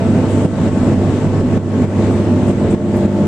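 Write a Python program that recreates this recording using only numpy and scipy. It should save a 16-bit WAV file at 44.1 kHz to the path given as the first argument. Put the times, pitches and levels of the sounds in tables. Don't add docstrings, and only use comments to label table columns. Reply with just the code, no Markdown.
import sys
import numpy as np
from scipy import signal
from scipy.fft import rfft, irfft, next_fast_len
from scipy.io import wavfile
from scipy.ndimage import uniform_filter1d, map_coordinates

SR = 44100
rng = np.random.default_rng(int(sys.argv[2]) if len(sys.argv) > 2 else 0)


def unload_audio(sound):
    columns = np.transpose(np.atleast_2d(sound))
    steps = np.round(np.clip(columns, -1, 1) * 32767)
    wavfile.write(sys.argv[1], SR, steps.astype(np.int16))


N = 144207
T = np.arange(N) / SR

# time_s, level_db
ROAR_LEVEL = [(0, -15), (.4, -14), (1.2, -14.5), (1.7, -16), (2.03, -13.5), (2.35, -16.5), (2.49, -13.5),
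              (2.7, -16), (3.27, -16)]
# pitch_hz, level_db
ROAR_SPECTRUM = [(15, -51.5), (25, -10.5), (42, -10), (55, -25), (72, -7), (92, -3), (110, -10), (125, -3),
                 (144, 0.5), (175, -2), (238, 1.5), (290, -3.5), (340, -3.5), (370, -8), (470, -11),
                 (600, -13.5), (725, -19), (896, -21), (1410, -28.5), (1780, -30.5), (3000, -36),
                 (4890, -44), (6500, -44.5), (7700, -40.5), (8700, -48), (9600, -54), (10500, -60),
                 (12500, -66), (14200, -68.5)]
# pitch_hz, likeness (1 = identical)
PORT_LIKENESS = [(30, 0.67), (90, 0.92), (130, 0.96), (280, .99), (610, .98), (1330, 0.67), (2900, 0.16),
                 (6290, 0.027), (13700, 0.12)]
# pitch_hz, left_over_right_db
PORT_BALANCE = [(30, -3), (90, -2.5), (150, -0.8), (610, 0.1), (1330, .5), (2900, 4.5), (6290, 7),
                (13700, 4.5)]
# mains_multiple (rounded to whole when played), early_db, midway_db, late_db
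HUM_ORDERS = [(2.017, -20.5, -18, -22.5), (4.048, -24.5, -26, -18), (4.952, -22.5, -22.5, -24),
              (6.04, -29, -31.5, -27.5), (6.93, -33, -28.5, -22.5), (7.93, -39.5, -29, -35.5),
              (8.94, -38, -36.5, -34), (10.005, -32.5, -33, -43), (11.04, -37.5, -37.5, -34),
              (11.97, -35.5, -36, -26.5), (14.07, -42.5, -53, -43), (15, -41.5, -44.5, -47),
              (16, -55, -50.5, -47), (17.9, -39.5, -48, -44.5), (27.06, -59.5, -56.5, -57.5)]
# blade_rate_multiple, early_db, midway_db, late_db
FAN_ORDERS = [(1, -43, -26.5, -26.5), (2, -33.5, -33.5, -37.5), (3, -30, -38, -39),
              (4, -43.5, -41.5, -36.5), (5, -48.5, -40, -49.5), (6, -44.5, -50.5, -56.5),
              (7, -47, -50.5, -57.5), (8, -55, -49.5, -57), (9, -57.5, -55, -53.5)]
# start_s, depth_db
LEVEL_DROPS = [(0.091, 0.5), (0.463, 6), (0.69, 3), (0.943, 3), (1.11, 0), (1.275, 2.5), (1.414, 3.5),
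               (1.581, 7.5), (1.854, 5.5), (2.209, 1), (2.514, 4), (2.753, 7), (3.062, 4)]
# start_s, attack_s, decay_s (time constant), level_db
HISS_SWELLS = [(.04, 0.015, 0.061, -51.5), (.28, 0.024, 0.27, -44.5), (0.801, .04, 0.11, -53),
               (2.1, 0.032, 0.091, -49.5), (2.46, .02, 0.038, -45), (2.704, 0.0027, 0.023, -42)]
# pitch_hz, level_db, t60_s
METAL_MODES = [(9000, 5, .1), (10700, -5, .12), (12100, -7, .2), (13800, -6, .2)]

MAINS_HZ, BLADE_HZ = 50, 219.3
WAVER_PER_S, WAVER_RAD, WAVER_DB = 14, 0.63, 2
STEADY_BELOW_HZ = 120
HISS_HZ, HISS_WIDTH_HZ = 7920, 1900
HIGH_LEAN_DB = 9.5
CLINK_S, CLINK_DB, CLINK_RISE_S = 2.961, -48, 0.002
TICK_DB, TICK_T60_S, TICK_ABOVE_HZ = 0, 0.2, 7000
BLUR_PER_S = 500
SURGE_DB_PER_DB, SURGE_S, SURGE_BELOW_HZ = 0.6, 0.01, 500
FALL_S, HOLD_S, RECOVER_DB_PER_S = 0.008, 0.031, 40.5
CEILING, TOP_HZ = 0.95, 14260
SIDES = np.array([[0.5], [-0.5]])


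def amp(db):
    return 10 ** (np.asarray(db) / 20)


def unit(x):
    return x / np.sqrt(np.mean(x ** 2) + 1e-20)


def along(points, hz):
    f, v = np.transpose(points)
    return np.interp(np.log(hz + 1), np.log(f + 1), v)


def wobble(rate):
    return map_coordinates(rng.standard_normal(2000), [T * rate])


def filtered(x, response):
    m = next_fast_len(N + SR // 2)
    hz = np.fft.rfftfreq(m, 1 / SR)
    return irfft(rfft(x, m) * response(hz), m)[..., :N]


def roar():
    spectra = signal.stft(rng.standard_normal((2, N + 1024)), nperseg=512)[2]
    patches = rng.standard_normal(spectra.shape[1:])
    patches = uniform_filter1d(patches, size=8, axis=0)
    patches = uniform_filter1d(patches, size=12, axis=1)
    patchy_db = 1.1 * unit(patches)
    pair = signal.istft(spectra * amp(patchy_db), nperseg=512)[1][:, :N]
    noise = unit(filtered(pair, lambda hz: amp(along(ROAR_SPECTRUM, hz))))
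    return noise * amp(np.interp(T, *np.transpose(ROAR_LEVEL)))


def hiss():
    def band(hz):
        return 1 / (1 + ((hz - HISS_HZ) / HISS_WIDTH_HZ * 2) ** 2)

    swells = np.zeros(N)
    for start_s, attack_s, decay_s, level_db in HISS_SWELLS:
        rise = np.clip((T - start_s) / attack_s, 0, 1)
        fade = np.exp(-np.clip(T - start_s - attack_s, 0, None) / decay_s)
        swells += amp(level_db) * rise * fade
    noise = unit(filtered(rng.standard_normal((2, N)), band))
    return swells * noise * amp(SIDES * HIGH_LEAN_DB)


def clink():
    t = np.clip(T - CLINK_S, 0, None)

    def mode(pitch_hz, level_db, t60_s):
        decay = amp(level_db - 60 * t / t60_s)
        return decay * wobble(BLUR_PER_S) * np.sin(2 * np.pi * pitch_hz * t)

    def treble(hz):
        return 1 / (1 + (TICK_ABOVE_HZ / (hz + 1)) ** 6)

    ring = np.array([sum(mode(*row) for row in METAL_MODES) for _ in range(2)])
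    tick = amp(TICK_DB - 60 * t / TICK_T60_S) * filtered(rng.standard_normal((2, N)), treble)
    rise = 1 - np.exp(-t / CLINK_RISE_S)
    return rise * amp(CLINK_DB + SIDES * HIGH_LEAN_DB) * (ring + tick)


def tones(base_hz, orders):
    def tone(multiple, *level_db):
        pitch_hz = round(multiple) * base_hz
        unsteady = np.tanh(pitch_hz / STEADY_BELOW_HZ / 2)
        turning_db = np.interp(T, [0, T[-1] / 2, T[-1]], level_db)
        level = amp(turning_db + unsteady * WAVER_DB * wobble(WAVER_PER_S))
        phase = 2 * np.pi * (pitch_hz * T + rng.random())
        return level * np.sin(phase + unsteady * WAVER_RAD * wobble(WAVER_PER_S))

    return np.sqrt(2) * np.array([sum(tone(*row) for row in orders) for _ in range(2)])


def fan():
    return tones(BLADE_HZ, FAN_ORDERS)


def mains_hum():
    return tones(MAINS_HZ, HUM_ORDERS)


def surged(x):
    swell_db = sum(SURGE_DB_PER_DB * depth_db * np.exp(-((T - start_s + SURGE_S) / SURGE_S) ** 2)
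                   for start_s, depth_db in LEVEL_DROPS)
    bass = filtered(x, lambda hz: 1 / (1 + (hz / SURGE_BELOW_HZ) ** 4))
    return x + (amp(swell_db) - 1) * bass


def placed(pair):
    def shares(hz):
        angle = np.arccos(np.clip(along(PORT_LIKENESS, hz), -1, 1)) / 2
        return np.array([np.cos(angle), np.sin(angle)])

    mid, side = filtered(pair, shares)
    ports = np.array([mid + side, mid - side])
    return filtered(ports, lambda hz: amp(SIDES * along(PORT_BALANCE, hz)))


def drops_db():
    total_db = np.zeros(N)
    for start_s, depth_db in LEVEL_DROPS:
        fall = np.clip((T - start_s) / FALL_S + 0.5, 0, 1)
        recovered_db = RECOVER_DB_PER_S * np.clip(T - start_s - HOLD_S, 0, None)
        total_db -= fall * np.clip(depth_db - recovered_db, 0, None)
    return total_db


def scene():
    drone = surged(roar() + fan() + mains_hum())
    return (placed(drone) + hiss() + clink()) * amp(drops_db())


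def record(dry):
    rounded = dry / (1 + np.abs(dry / CEILING) ** 10) ** (1 / 10)
    return filtered(rounded, lambda hz: hz < TOP_HZ)


dry = scene()
out = record(dry)
unload_audio(out)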